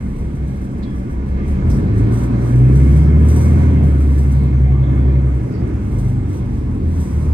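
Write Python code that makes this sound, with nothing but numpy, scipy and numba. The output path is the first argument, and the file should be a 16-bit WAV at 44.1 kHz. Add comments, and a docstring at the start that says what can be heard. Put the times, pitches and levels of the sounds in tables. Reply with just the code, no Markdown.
"""Inside a city bus: a six-cylinder diesel idles under gliding low hums and loose frames rattle.
It pulls away, a bump thuds through the floor, the gearbox locks, and the engine climbs, then eases off.
Sines at engine orders make the boom; noise gated at each firing rings the block as knock.
Filtered noise makes body rumble, knocks and squeaks; random clicks in resonances make the rattle.
Gliding sines make the drumming floor, the hums and, late in the ride, thin whines."""
import sys
import numpy as np
from scipy import signal
from scipy.io import wavfile
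from scipy.ndimage import uniform_filter1d
from numba import njit

SR = 44100
rng = np.random.default_rng(int(sys.argv[2]) if len(sys.argv) > 2 else 0)


def generate_wav(signal):
    """Clip the signal to [-1, 1] and save it as 16-bit WAV at the path in sys.argv[1]."""
    frames = np.transpose(np.atleast_2d(signal))
    scaled = np.clip(frames, -1, 1) * 32767
    pcm = np.round(scaled).astype(np.int16)
    wavfile.write(sys.argv[1], SR, pcm)


N = 323253
TIME = np.arange(N) / SR
OPPOSITE = np.array([[1], [-1]])  # signs of a left-right difference
BASS_LAG = 17  # samples by which low sound reaches the left port later

# Strong engine orders, as multiples of the cycle rate; order 6 is the firing rate
TONE_ORDERS = (6, 9, 11, 12, 18)
# Resonances of the engine block: centre_hz, width_hz, level_db
BLOCK_MODES = [(565.4, 36, 4.5), (725, 33, 0), (957, 35, -2), (1170, 59, -1.5), (1490, 55, -4),
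               (1710, 67, -5), (1860, 29, -9.5), (2086, 45, -7), (2178, 77, -7.5), (2372, 33, -11.5),
               (2563, 28, -14), (3185, 110, -21)]


def undb(db):
    """Amplitude ratio from the logarithmic decibel scale."""
    return 10 ** (np.asarray(db) / 20)


def level(x, db):
    """Scale by root-mean-square amplitude, the measure of signal power."""
    return x * undb(db) / np.sqrt(np.mean(x ** 2))


def curves(table):
    """Linear interpolation in time of each column of a table."""
    s, *columns = np.transpose(table)
    return [np.interp(TIME, s, column) for column in columns]


def at(points, hz):
    """Linear interpolation of a spectrum on a log-frequency axis."""
    points = np.array(points)
    return np.interp(np.log(hz), np.log(points[:, 0]), points[:, 1])


@njit
def svf(x, hz, width):
    """Second-order resonance: a state-variable band-pass of gain 1 at its centre."""
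    y, band, low = np.empty(len(x)), 0., 0.
    g, damping = np.tan(np.pi * hz / SR), width / hz
    for i in range(len(x)):
        v = (band + g * (x[i] - low)) / (1 + g * (g + damping))
        band, low, y[i] = 2 * v - band, low + 2 * g * v, damping * v
    return y


def resonate(x, hz, width):
    """Two equal resonances in cascade, which steepen the skirts of the band."""
    hz, width = float(hz), float(width)
    return svf(svf(x, hz, width), hz, width)


def ring(x, modes):
    """Modal superposition: resonances summed with alternating sign."""
    out = 0
    for k, (hz, width, db) in enumerate(modes):
        out = out + (-1) ** k * undb(db) * svf(x, float(hz), float(width))
    return out


def walk(rate):
    """Low-pass random process: levels held 1 / rate s and smoothed twice; spread near 1."""
    k = int(SR / rate)
    steps = np.repeat(rng.standard_normal(N // k + 1), k)
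    return 1.52 * uniform_filter1d(uniform_filter1d(steps, k), k)[:N]


def late(pair, lag):
    """Interaural delay: shift the left channel by lag samples, earlier if negative."""
    left, right = pair
    return np.array([left[np.clip(np.arange(N) - lag, 0, N - 1)], right])


def ports(near, far, lag, share):
    """Direct and diffuse field: a near path delayed on the left, and a part of opposite signs."""
    return late([near, near], lag) + share * far * OPPOSITE


def spread(mid, side, hz):
    """Interchannel coherence: mid and side noise mixed to the cabin's likeness and lean at this pitch."""
    # Left-right likeness: pitch_hz, correlation
    likeness = [(30, .99), (300, .96), (480, .2), (8000, .1)]
    # Left minus right level: pitch_hz, difference_db
    lean = [(60, 0), (120, .8), (300, -.7), (700, -2.4), (2400, -4.8), (4400, -1)]
    like = np.clip(at(likeness, hz), -.99, .999)
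    pair = np.sqrt(1 + like) * mid + np.sqrt(1 - like) * side * OPPOSITE
    return pair * undb(OPPOSITE * at(lean, hz) / 2) / np.sqrt(2)


def engine(hz, load_db, rumble_db):
    """Periodic excitation: one firing count drives the boom, the weaker orders and the knock."""
    firings = np.cumsum(hz * (1 + 0.0024 * walk(14))) / SR  # the speed wavers a little
    boom = firing_boom(firings, hz, load_db) + weak_orders(firings) * undb(rumble_db)
    return late([boom, boom], BASS_LAG) + knock(firings)


def order_tone(firings, order, db):
    """A harmonic of the engine cycle, which holds six firings, at a random phase."""
    return undb(db) * np.sin(2 * np.pi * (order * firings / 6 + rng.random()))


def firing_boom(firings, hz, load_db):
    """Cabin resonance colours the strong orders as they sweep in pitch."""
    # One row per strong order: level_db at 0 dB load, before cabin boom; load_slope_db per dB; lock_gain_db
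    tone_levels = [(-13.5, 0.42, 4), (-21.5, 1, 6.5), (-27.5, -0.4, 5), (-12, 1, -0.5), (-16, 2, 1.5)]
    # Strength of cabin boom: pitch_hz, level_db
    cabin_boom = [(32, -17.5), (45, -10.5), (52, -5), (61, -7.5), (70, 0), (80, -3.5), (92, -8), (104, -8),
                  (118, -3.5), (126, -1), (134, -2), (142, -8.5), (150, -6.5), (160, -21.5), (200, -10),
                  (240, -16.5)]
    # Brief drops of one order: centre_s, half_length_s, order, depth_db
    dips = [(5.52, .06, 6, -15), (6.34, .1, 6, -18), (7.05, .25, 6, -9), (7.1, .04, 12, -14)]
    # the gearbox locks the engine to the wheels, and the driveline carries the firing into the floor
    lock_s, unlock_s, clutch_s = 2.7, 5.42, 0.023
    locked = np.clip(np.minimum(TIME - lock_s, unlock_s - TIME) / clutch_s + .5, 0, 1)
    flicker_db = 2.6 - 1.1 * locked  # the tones flicker more while the engine runs free
    boom = 0
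    for order, (db, slope, lock_gain) in zip(TONE_ORDERS, tone_levels):
        tone_db = db + slope * load_db + lock_gain * locked + at(cabin_boom, order * hz / 6)
        for s, half, dipped, depth in dips:
            if dipped == order:
                tone_db = tone_db + depth * np.exp(-((TIME - s) / half) ** 2)
        boom = boom + np.sqrt(2) * order_tone(firings, order, tone_db + flicker_db * walk(11))
    return boom


def weak_orders(firings):
    """Modal filtering: orders filled in by unequal cylinders are picked out by the cabin modes."""
    # Cabin resonances: centre_hz, width_hz, level_db
    cabin_modes = [(64.5, 17, 1.5), (134, 25.4, 0.5), (163.4, 20, -8.5), (191.1, 11.7, 1),
                   (250.2, 23.4, -5.5), (306, 34, -9), (400, 25, -15.5), (461, 17, -22)]
    weak = 0
    for order in range(4, 44):
        if order not in TONE_ORDERS:
            # every third order is tied to the firing rate and stronger
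            weak = weak + order_tone(firings, order, 5 * (order % 3 == 0) + 2.5 * walk(7))
    return level(ring(weak, cabin_modes), -0.73)


def knock(firings):
    """Impulsive excitation: decaying noise at each firing rings the modes of the block."""
    # Unequal paths from the six cylinders in turn: level_db
    cylinders_db = (-2.5, -3, -3, -5, -3.5, -8)
    # Course of the knock before a common gain: time_s, level_db
    clatter = [(0.0, -53.5), (0.26, -56), (1.36, -53), (1.38, -50), (3.58, -45), (4.15, -50), (5.18, -47.5),
               (5.28, -51.5), (5.3, -53), (7.11, -58), (7.27, -55)]
    count = firings.astype(int)
    size_db = np.array(cylinders_db)[count % 6] + rng.standard_normal(N // 100)[count]
    gate = 0.2 + np.exp(-(firings % 1) / 0.59) * undb(size_db)  # decay in firing intervals
    near, far = (gate * rng.standard_normal(N) for _ in range(2))
    modal = 0
    for k, mode in enumerate(BLOCK_MODES):
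        hz, width, _ = mode
        pair = np.array([svf(ring(x, [mode]), float(hz), 3.3 * width) for x in (near, far)])
        # each mode swells and fades by itself, at random
        modal = modal + (-1) ** k * undb(1.4 * walk(5)) * pair
    # the left port hears the knock 16 samples early
    sound = ports(*level(modal, -2.1), -16, 0.48) + level(strands(), -6)
    return sound * undb(curves(clatter)[0] + 9 - 1.8 * OPPOSITE)


def strands():
    """Transient modal response: panels ring in short, uneven tones near the block's modes."""
    count, middle_s, detune = 1100, .08, .025  # detune: relative spread of pitch
    out, modes = np.zeros((2, N)), np.array(BLOCK_MODES)
    draws = np.c_[rng.random((count, 4)), rng.standard_normal((count, 2))]
    for when, which, long, pan, off, size in draws:
        hz, _, db = modes[int(which * len(modes))]
        t = TIME[:int(middle_s * (.5 + long) * SR)]
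        tone = np.hanning(len(t)) * undb(db + 1.3 * size) * np.exp(2j * np.pi * hz * (1 + detune * off) * t)
        turned = tone * np.exp(2j * np.pi * pan)  # a random phase between the ports
        start = int(when * (N - len(t)))
        out[:, start:start + len(t)] += np.array([tone.real, turned.real])
    return out


def windows(rattle_db):
    """Impact noise: dense tiny clicks excite frames and panes; small jolts start bursts that die away."""
    # Resonances of loose window frames: centre_hz, width_hz, level_db
    frame_modes = [(4400, 4600, -6), (6000, 1970, 2), (8650, 3460, 3), (10800, 1900, -3.5),
                   (14900, 1700, -7.5)]
    # Resonances of the panes: centre_hz, width_hz, level_db
    pane_modes = [(5003, 30, 0), (5674, 30, 0), (7900, 150, -1), (8436, 40, 1.5), (12444, 25, -3)]
    jolts = (rng.random(N) < 14 / SR) * rng.random(N)  # 14 a second on average
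    bursts = 1 + 1.8 * signal.lfilter([1], [1, -np.exp(-1 / (0.024 * SR))], jolts)  # 0.024 s decay
    out = []
    for _ in range(2):
        clicks = (rng.random(N) < 2500 / SR) * rng.standard_normal(N)
        clicks = clicks * undb(2.3 * rng.exponential(size=N))
        chatter = level(clicks, -22.0) + rng.standard_normal(N)
        frames = sum(undb(db) * resonate(chatter, hz, width) for hz, width, db in frame_modes)
        out.append(level(frames, 0) + level(ring(chatter, pane_modes), -12))
    # the rattle reaches the left port 11 samples later
    return ports(*out, 11, .4) * bursts * undb(rattle_db + 0.76 * walk(14))


def shaking():
    """Power addition: each rough stretch of road swells and dies away over a faint rest, in dB."""
    # Shakes of the frames: peak_s, rise_s, fall_s, level_db
    shakes = [(.1, 0.24, 0.28, -61.5), (.5, 0.08, 0.28, -63), (.95, 0.07, 0.098, -67),
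              (1.5, 0.065, 0.063, -58), (1.71, 0.034, 0.12, -53), (1.97, 0.033, 0.092, -57.5),
              (2.2, 0.082, 0.072, -49), (2.47, 0.078, 0.089, -50.5), (2.9, 0.28, 0.2, -52),
              (3.31, 0.071, 0.073, -48), (3.42, 0.14, 0.14, -47), (3.62, 0.16, 0.15, -55.5),
              (3.85, 0.031, 0.096, -53.5), (4.249, 0.54, 0.21, -55), (5.001, 0.21, 0.17, -66.5),
              (5.5, 0.17, 0.066, -63), (6.05, 0.25, 0.13, -57), (6.33, 0.07, 0.13, -60.5),
              (6.56, 0.11, 0.085, -61.5), (7.03, 0.14, 0.27, -51.5)]
    rest_db, edge = -68, 1.8  # edge 1 = pointed, 2 = rounded
    power = undb(rest_db) ** 2
    for s, rise, fall, db in shakes:
        away = np.abs(TIME - s) / np.where(TIME < s, rise, fall)
        power = power + (undb(db) * np.exp(-away ** edge)) ** 2
    return 10 * np.log10(power)


def bumps():
    """Damped vibration: the floor drums and sinks in pitch after a wheel hits a step in the road."""
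    # Floor drumming: start_s, start_hz, end_hz, level_db before attack and decay, t60_s
    steps = [(1.671, 79.1, 49.3, -6, 1)]
    out = np.zeros(N)
    for s, start_hz, end_hz, db, t60 in steps:
        t = np.maximum(TIME - s, 0)
        hz = end_hz + (start_hz - end_hz) * np.exp(-t / 0.047)
        envelope = undb(db - 60 * t / t60) * (1 - np.exp(-t / 0.043))
        out += envelope * np.sin(2 * np.pi * np.cumsum(hz) / SR)
    return out


def thuds():
    """Broad resonance: dull knocks come through the floor."""
    # Knocks: start_s, attack_s, decay_s, centre_hz, width_hz, level_db before the envelope
    knocks = [(1.635, 0.012, 0.043, 400, 340, -26.5), (1.715, .015, 0.044, 168, 158, -18),
              (3.8, 0.019, 0.055, 675, 249.8, -29.5)]
    return noise_strokes(knocks)


def squeaks():
    """Friction noise: fittings give short rubs and ticks in one resonance each."""
    # Rubs and ticks: start_s, attack_s, decay_s, centre_hz, width_hz, level_db before the envelope
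    rubs = [(.825, 0.0052, 0.03, 3900, 1400, -48), (.84, .02, 0.069, 3320, 120, -54),
            (1.703, 0.00063, 0.012, 5800, 5700, -46), (1.71, .004, .045, 5200, 2000, -46.5),
            (1.755, .002, 0.0083, 6000, 900, -53), (4.82, 0.018, 0.065, 3480, 500, -51),
            (5.5, 0.047, 0.052, 5082, 1100, -46), (5.525, 0.029, 0.029, 4624, 120, -42)]
    return noise_strokes(rubs)


def noise_strokes(table):
    """Amplitude modulation: fluttering noise in one resonance rises and decays exponentially."""
    out = np.zeros((2, N))
    for s, attack, decay, hz, width, db in table:
        start, n = int(s * SR), int(8 * (attack + decay) * SR)
        t = TIME[:min(n, N - start)]
        shape = (1 - np.exp(-t / attack)) * np.exp(-t / decay) * undb(db + 2 * walk(60)[:len(t)])
        # the resonance settles before the part that is kept
        noise = [level(resonate(rng.standard_normal(N // 2), hz, width), 0)[-len(t):] for _ in range(2)]
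        out[:, start:start + len(t)] += shape * spread(*noise, hz)
    return out


def low_hums():
    """Frequency modulation: low hums glide in pitch, some as engine orders, some as cabin resonance."""
    # Hums: start_s, end_s, start_hz, end_hz, level_db
    glides = [(0, 0.705, 155, 138, -30.5), (0, 0.694, 107.3, 96.7, -35), (2.7, 3.245, 146, 167.1, -16),
              (3.249, 4.15, 148.8, 137.7, -19), (5.284, 5.68, 124.2, 129.8, -25.5),
              (5.506, 6, 79.78, 66.43, -25.5), (5.88, 6.3, 131.5, 122.7, -22.5),
              (6.3, 6.9, 122.4, 114.2, -25.5), (6.897, 7.336, 167.5, 146, -26)]
    return gliding_tones(glides)


def whines():
    """Narrow-band friction tones: rubbing fittings whine thinly."""
    # Whines: start_s, end_s, start_hz, end_hz, level_db
    rubbing = [(4.52, 4.62, 6230, 6160, -68), (4.82, 5.14, 3420, 3470, -63.5)]
    return gliding_tones(rubbing)


def gliding_tones(table):
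    """Phase as the integral of frequency: soft sines fade in, slide in pitch and fade out."""
    out = np.zeros(N)
    for start, end, start_hz, end_hz, db in table:
        part = np.clip((TIME - start) / (end - start), 0, 1)
        hz = start_hz + (end_hz - start_hz) * part
        fade = np.sqrt(2 * np.sin(np.pi * part).clip(0))
        out += fade * undb(db + 1.75 * walk(15)) * np.sin(2 * np.pi * np.cumsum(hz) / SR)
    return out


def body(rumble_db, panel_db):
    """Band-filtered random noise: third-octaves of road and panels swell together and flicker alone."""
    # Spectral density of the noise before each part is levelled: pitch_hz, density_db per Hz
    rumble_spectrum = [(22, -21.5), (68, -22.5), (250, -10), (420, -22.5), (680, -32), (880, -29),
                       (1170, -31.5), (1370, -38), (1950, -38), (2840, -48), (7000, -55.5)]
    low, high, swell = 0, 0, walk(2.166)
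    for hz in 25 * 2 ** (np.arange(26) / 3):
        mid, side = (resonate(rng.standard_normal(N), hz, hz / 3) for _ in range(2))
        gain = undb(at(rumble_spectrum, hz) + .3 * swell + 1.8 * walk(9))
        band = gain * spread(mid, side, hz)
        if hz < 480:
            low = low + band
        else:
            high = high + band
    return late(level(low, -0.08), BASS_LAG) * undb(rumble_db) + level(high, -3) * undb(panel_db)


def scene():
    """Linear superposition: engine speed, load and road shaking drive the sources, which add up."""
    # Course of the ride: time_s, firing_rate_hz, load_db, rumble_db
    ride = [(0.0, 33.42, -14, -29), (1.2, 32.28, -12.5, -27.5), (1.4, 34.32, -8, -26),
            (1.6, 38.82, -5, -23), (1.8, 48.87, 0, -22), (2.2, 59.82, -1.5, -21.5), (2.45, 60.04, -4, -22),
            (2.62, 62.95, 1.5, -21.5), (2.8, 67.22, -2, -21), (3.2, 75.12, 2, -20.5),
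            (3.42, 78.6, 1, -21.5), (3.62, 80.14, 1, -19), (4.0, 70.56, -4.5, -23.5),
            (4.5, 67.24, -3.5, -24.5), (5.2, 67.07, -5.5, -25), (5.55, 62.18, -10, -25),
            (5.85, 52.92, -9.5, -26.5), (6.15, 50.7, -4, -26.5), (6.8, 41.97, -8, -26.5),
            (7.33, 37.1, -2, -26)]
    hz, load_db, rumble_db = curves(ride)
    rattle_db = shaking()
    # upper panel noise: a part that follows the rumble (-36 dB at -20 dB) and a part that shakes add
    steady = undb(-36 + 0.8 * (rumble_db + 20.0))
    panel_db = 20 * np.log10(np.hypot(steady, undb(rattle_db + 9.5)))
    floor = low_hums() + bumps()
    sources = engine(hz, load_db, rumble_db) + windows(rattle_db)
    sources = sources + late([floor, floor], BASS_LAG) + thuds() + squeaks() + whines()
    return sources + body(rumble_db, panel_db)


def record(dry):
    """Band limiting and saturation: fade in, drop the deepest bass, round loud peaks, cut the top."""
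    faded = dry * np.minimum(TIME / .01, 1)
    thin = signal.sosfilt(signal.butter(2, 22, "high", fs=SR, output="sos"), faded)
    rounded = np.tanh(0.82 * thin) / 0.75
    return signal.sosfilt(signal.ellip(8, .2, 70, 15900, fs=SR, output="sos"), rounded)


dry = scene()
out = record(dry)
generate_wav(out)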